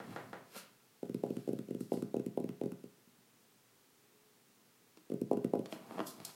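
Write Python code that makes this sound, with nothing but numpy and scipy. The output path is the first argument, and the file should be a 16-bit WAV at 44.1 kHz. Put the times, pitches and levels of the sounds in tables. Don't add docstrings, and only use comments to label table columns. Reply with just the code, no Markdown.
import sys
import numpy as np
from scipy import signal
from scipy.fft import rfft, irfft
from scipy.io import wavfile

SR = 44100
rng = np.random.default_rng(int(sys.argv[2]) if len(sys.argv) > 2 else 0)


def master(y):
    cut = np.clip(np.atleast_2d(y).T, -1, 1)
    pcm = np.round(cut * 32767)
    wavfile.write(sys.argv[1], SR, pcm.astype(np.int16))


N = 280023
TIME = np.arange(N) / SR

# frequency in Hz, time to fall 60 dB in seconds.
ROOM_DECAY = [(100, 0.82), (400, 0.25), (1000, 0.55), (3000, 0.39), (12000, 0.034)]
# frequency in Hz, relative level in dB.
AIR_COLOUR = [(15, -86), (25, -18), (44, -24), (87, -35), (102, -12), (123, -5.5), (153, -12.5), (236, -7),
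              (326, -12.5), (416, -8.5), (560, -17.5), (863, -17), (2760, -21), (14800, -25), (16000, -23)]
CLACK_COLOUR = [(60, -26), (200, 3.5), (500, 11.5), (1000, 2), (1900, -1), (2500, -9.5), (4000, -16),
                (7000, -25.5), (16000, -45)]
WOOD_COLOUR = [(60, -7.5), (130, 1), (220, 2.5), (300, -2.5), (400, 0), (660, -6.5), (830, -9.5),
               (1040, -7.5), (1600, -17), (2600, -15.5), (4000, -17.5), (8000, -25), (16000, -20.5)]
SLIDE_COLOUR = [(700, -19), (1100, 2), (1350, 12), (1900, 4.5), (2700, 7.5), (3500, 3.5), (4500, 6.5),
                (6500, 2.5), (11000, 3.5), (14000, 2.5), (16000, -22)]
TICK_COLOUR = [(300, 1), (900, 9), (1400, 2.5), (2000, 11.5), (2700, 5), (3600, 2.5), (4600, 1), (6200, 0),
               (11000, 2.5), (16000, -8)]
# frequency in Hz, relative level in
# dB, time to fall 60 dB in seconds.
FRAME_MODES = [(369, -6, 0.73), (515, -11, 1), (552, -15, 0.26), (672, -4, 0.23), (950, -9, 0.08),
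               (1030, 3, 0.11), (1255, 4, 0.081), (1403, 11, 0.077), (1660, -20, 0.075), (1950, 5.5, 0.072)]
STILE_MODES = [(186, -2, 0.18), (305.4, 5.5, .17), (337, 3, 0.17), (570, -4.5, 0.16), (656.5, 5.5, 0.081),
               (1032, -13, 0.12), (1225, -17, 0.051)]
EDGE_MODES = [(1490, 8.5, 0.014), (2530, 3, 0.014), (3150, -2.5, 0.013), (4150, -19, 0.019)]
PANEL_MODES = [(118, -18, .15), (142, -21, .38), (179, -14.5, .38), (208, -15.5, .4), (253, -8, .11),
               (282, -25, .5), (309, -13, .18), (341, -25, .5), (373, -15, .44), (415, -2, .24),
               (443, -8, .11), (495, -16, .4), (547, -10, .45), (601, -17, .45), (650, -14, .35),
               (696, -2, .28), (806, -14, .3), (886, -5, .2), (985, 0, .13), (1040, 0, .17)]
# start in seconds, level in dB.
CLACKS = [(.002, -21), (.162, -15), (.331, -18)]
# peak time in seconds, level in dB, swell length in seconds.
BRUSHES = [(0.13, -66, 0.36), (0.574, -49, 0.058), (1.38, -69.5, 0.52), (5.728, -58, 0.051),
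           (6.008, -64.5, 0.48)]
FLICKS = [(1.811, -62.5, 0.071), (1.932, -58, 0.07), (6.07, -46, 0.036), (6.2505, -34, 0.0035),
          (6.264, -55, 0.087)]
# peak time in seconds, level in dB, swell length in seconds, upper cutoff in Hz.
DRAGS = [(0.11, -46.5, 0.14, 180), (0.141, -51.5, 0.087, 2720), (0.306, -57, 0.17, 198),
         (0.568, -47, .02, 4460), (5.765, -53, 0.043, 2200), (5.984, -49, 0.15, 1710),
         (6.206, -54, 0.11, 284), (6.302, -58, 0.11, 7200)]
# start in seconds, level in dB, upper cutoff in Hz, crunch decay in ms.
KNOCKS = [(4.973, -32.5, 9100, 3.3), (5.659, -20.5, 7500, 5), (5.7258, -14.5, 4470, 2.7),
          (5.9102, -20, 1980, 0.36), (5.9823, -13.5, 1700, 2.2), (5.993, -10, 1990, 1.1),
          (6.0033, -8.5, 2350, 1.4), (6.009, -13, 1010, 1.5), (6.184, -25, 910, 4), (6.202, -25, 9200, 3.4)]
# time in seconds, push in dB, half-width of the push in ms.
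TOUCHES = [(2.8417, -26.5, 0.66), (3.075, -39, 1.1), (3.188, -37, 1.46)]
# half-width of the push in ms, relative tick level in dB, typical graze decay in ms.
FINGERS = [(.45, -49, 2.2), (.66, -49, 2.2), (.67, -49.5, 2), (.84, -44.5, .9)]
# one roll, with a time in seconds and a push in dB for each finger.
ROLLS = [
    [(1.0316, -19.5), (1.059, -28.5), (1.098, -17.5), (1.1481, -13)],
    [(1.2379, -14), (1.2675, -21), (1.307, -14.5), (1.3717, -15)],
    [(1.4778, -19), (1.4918, -12.5), (1.534, -14.5), (1.5931, -16)],
    [(1.6877, -26), (1.7105, -16), (1.7508, -17), (1.8104, -15)],
    [(1.921, -13), (1.9419, -15.5), (1.9749, -16), (2.0273, -13)],
    [(2.1441, -15), (2.169, -13.5), (2.1996, -16), (2.2665, -13.5)],
    [(2.3761, -14), (2.4043, -17.5), (2.4444, -15.5), (2.4949, -17)],
    [(2.6155, -17), (2.6392, -16), (2.6616, -16), (2.7232, -19.5)],
    [(5.1023, -23.5), (5.1209, -14.5), (5.1424, -15.5), (5.2185, -11)],
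    [(5.3146, -10), (5.3337, -12), (5.3744, -13.5), (5.4483, -9.5)],
    [(5.5371, -11), (5.5559, -12), (5.5958, -15.5), (5.6625, -38)],
]


def undb(db):
    return 10 ** (np.asarray(db) / 20)


def lookup(points, hz):
    f, value = np.transpose(points)
    return np.interp(np.log(np.maximum(hz, 1)), np.log(f), value)


def unit(x):
    return x / np.sqrt(np.sum(x ** 2))


def convolve(x, response):
    return signal.fftconvolve(x, response)[:len(x)]


def colour(points, size=4096):
    gain = undb(lookup(points, np.fft.rfftfreq(size, 1 / SR)))
    cepstrum = irfft(np.log(gain))
    cepstrum[1:size // 2] *= 2
    cepstrum[size // 2 + 1:] = 0
    return unit(irfft(np.exp(rfft(cepstrum))))


def cut(x, hz, kind="low", order=2):
    sos = signal.butter(order, np.minimum(hz, SR / 2 - 1), kind, fs=SR, output="sos")
    return signal.sosfilt(sos, x)


def add(track, s, sound):
    i = max(int(s * SR), 0)
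    track[i:i + len(sound)] += sound[:max(N - i, 0)]


def swell(peak_s, length_s, rise_share):
    rise = (peak_s - TIME) / rise_share
    fall = (TIME - peak_s) / (1 - rise_share)
    return np.exp(-np.maximum(rise, fall) / length_s)


def ring(modes, t):
    return sum((-1) ** k * undb(db - 60 * t / t60) * np.sin(2 * np.pi * hz * t)
               for k, (hz, db, t60) in enumerate(modes))


def room(onset_s=0.00082):
    t, tail = TIME[:SR], 0
    for hz in 62.5 * 2 ** np.arange(9):
        octave = cut(rng.standard_normal(SR), [hz / np.sqrt(2), hz * np.sqrt(2)], "band")
        tail = tail + octave * undb(-60 * t / lookup(ROOM_DECAY, hz))
    return unit(tail * (1 - np.exp(-(t / onset_s) ** 2)))


def background(hum_hz=410, lift_hz=18.2, whine_hz=15000):
    hiss = undb(-67.5) * convolve(rng.standard_normal(N), colour(AIR_COLOUR))
    strength = swell(peak_s=4.25, length_s=.35, rise_share=.65)
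    hum_phase = 2 * np.pi * np.cumsum(hum_hz + lift_hz * strength) / SR
    hum = undb(-70) * strength * np.sin(hum_phase)
    whine = undb(-88) * np.sin(2 * np.pi * whine_hz * TIME)
    return hiss + hum + whine


def clacks(walls, ring_db=-3, room_db=-1):
    blows = np.zeros(N)
    for s, db in CLACKS:
        add(blows, s, undb([db]))
    crack = convolve(blows, colour(CLACK_COLOUR))
    frame = convolve(blows, unit(ring(FRAME_MODES, TIME[:SR])))
    return crack + undb(ring_db) * frame + undb(room_db) * convolve(crack, walls)


def friction(grain_db=2.5):
    grains = rng.standard_normal(N) * undb(grain_db * rng.exponential(size=N))
    return grains / grains.std()


def rubbing(walls, drag_octaves=3.8, room_db=-6):
    hiss = convolve(friction(), colour(SLIDE_COLOUR))
    brushing = sum(undb(db) * swell(s, length, rise_share=.45) for s, db, length in BRUSHES)
    flicking = sum(undb(db) * swell(s, length, rise_share=.16) for s, db, length in FLICKS)
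    sound = brushing * cut(hiss, 1000, "high") + flicking * cut(hiss, 3240, "high", order=4)
    for s, db, length, top_hz in DRAGS:
        wood = cut(colour(WOOD_COLOUR), top_hz)
        rasp = unit(cut(wood, top_hz / 2 ** drag_octaves, "high"))
        stroke = friction() * swell(s, length, rise_share=.93)
        sound += undb(db) * convolve(stroke, rasp)
    return sound + undb(room_db) * convolve(sound, walls)


def knocks(walls, crunch_gain=0.81, ring_db=-5, low_hz=190, room_db=-10):
    blows, t = np.zeros(N), TIME[:SR // 5]
    for s, db, top_hz, crunch_ms in KNOCKS:
        crunch = unit(rng.standard_normal(len(t)) * np.exp(-1000 * t / crunch_ms))
        blow = signal.unit_impulse(len(t)) + crunch_gain * crunch
        add(blows, s, undb(db) * cut(blow, top_hz))
    body = cut(convolve(blows, colour(WOOD_COLOUR)), low_hz, "high")
    stile = convolve(blows, unit(ring(STILE_MODES, t)))
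    sound = body + undb(ring_db) * stile
    return sound + undb(room_db) * convolve(sound, walls)


def nail(graze_ms, decay_scatter=0.49, snap_gain=0.65, colour_scatter_db=2):
    t = TIME[:SR // 50]
    decay_s = graze_ms / 1000 * np.exp(decay_scatter * rng.standard_normal())
    graze = unit(rng.standard_normal(len(t)) * np.exp(-t / decay_s))
    snap = snap_gain * signal.unit_impulse(len(t))
    tint = [(hz, db + colour_scatter_db * rng.standard_normal()) for hz, db in TICK_COLOUR]
    return convolve(unit(snap + graze), colour(tint))


def edge(ticks, ring_db=-11):
    hollow = convolve(ticks, unit(ring(EDGE_MODES, TIME[:SR // 10])))
    return ticks + undb(ring_db) * hollow


def panel(push, flex_hz=385, flex_width_hz=367, ring_db=41, spread_s=.004):
    omega, damping = 2 * np.pi * flex_hz, 2 * np.pi * flex_width_hz
    flex = signal.bilinear([1, 0, 0], [1, damping, omega ** 2], SR)
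    thump = signal.lfilter(*flex, push)
    modes = ring(PANEL_MODES, np.maximum(TIME[:SR] - spread_s, 0))
    return undb(ring_db) * convolve(push, modes) / SR - thump


def taps(usual_push_db=-15, hardening=.27, tick_growth=.57, touch_tick_db=-29.5, touch_graze_ms=2.4):
    for roll in ROLLS:
        for (s, push_db), (width_ms, tick_db, graze_ms) in zip(roll, FINGERS):
            extra_db = push_db - usual_push_db
            width_scale = undb(-hardening * extra_db)
            yield s, push_db, width_ms * width_scale, tick_db + tick_growth * extra_db, graze_ms
    for s, push_db, width_ms in TOUCHES:
        yield s, push_db, width_ms, push_db + touch_tick_db, touch_graze_ms


def drumming(walls, crest_db=-36, stiffening=7, tick_boost_db=15, lead_widths=4):
    pushes, nails, t = np.zeros(N), np.zeros(N), TIME[:SR // 50]
    for s, push_db, width_ms, tick_db, graze_ms in taps():
        width_s = width_ms / 1000
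        bell = np.exp(-.5 * ((t - t.mean()) / width_s) ** 2)
        crest = undb(crest_db) * bell ** stiffening
        add(pushes, s - t.mean(), undb(push_db) * (bell + crest))
        add(nails, s - lead_widths * width_s, undb(tick_db + tick_boost_db) * nail(graze_ms))
    wood, ticks = panel(pushes), edge(nails)
    to_walls = undb(-10) * cut(wood, 550, "high", order=1) + undb(-11) * ticks
    return wood + ticks + convolve(to_walls, walls)


def scene(port_hz=106):
    walls = room()
    handling = cut(clacks(walls) + knocks(walls) + rubbing(walls), 111, "high")
    contacts = drumming(walls) + handling
    above_port = cut(contacts, port_hz, "high", order=6)
    low_thud = undb(-11.5) * cut(contacts, 78)
    return (above_port + low_thud + background())[None]


def record(dry, top_hz=16000):
    return signal.sosfilt(signal.ellip(8, .2, 70, top_hz, fs=SR, output="sos"), dry)


dry = scene()
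out = record(dry)
master(out)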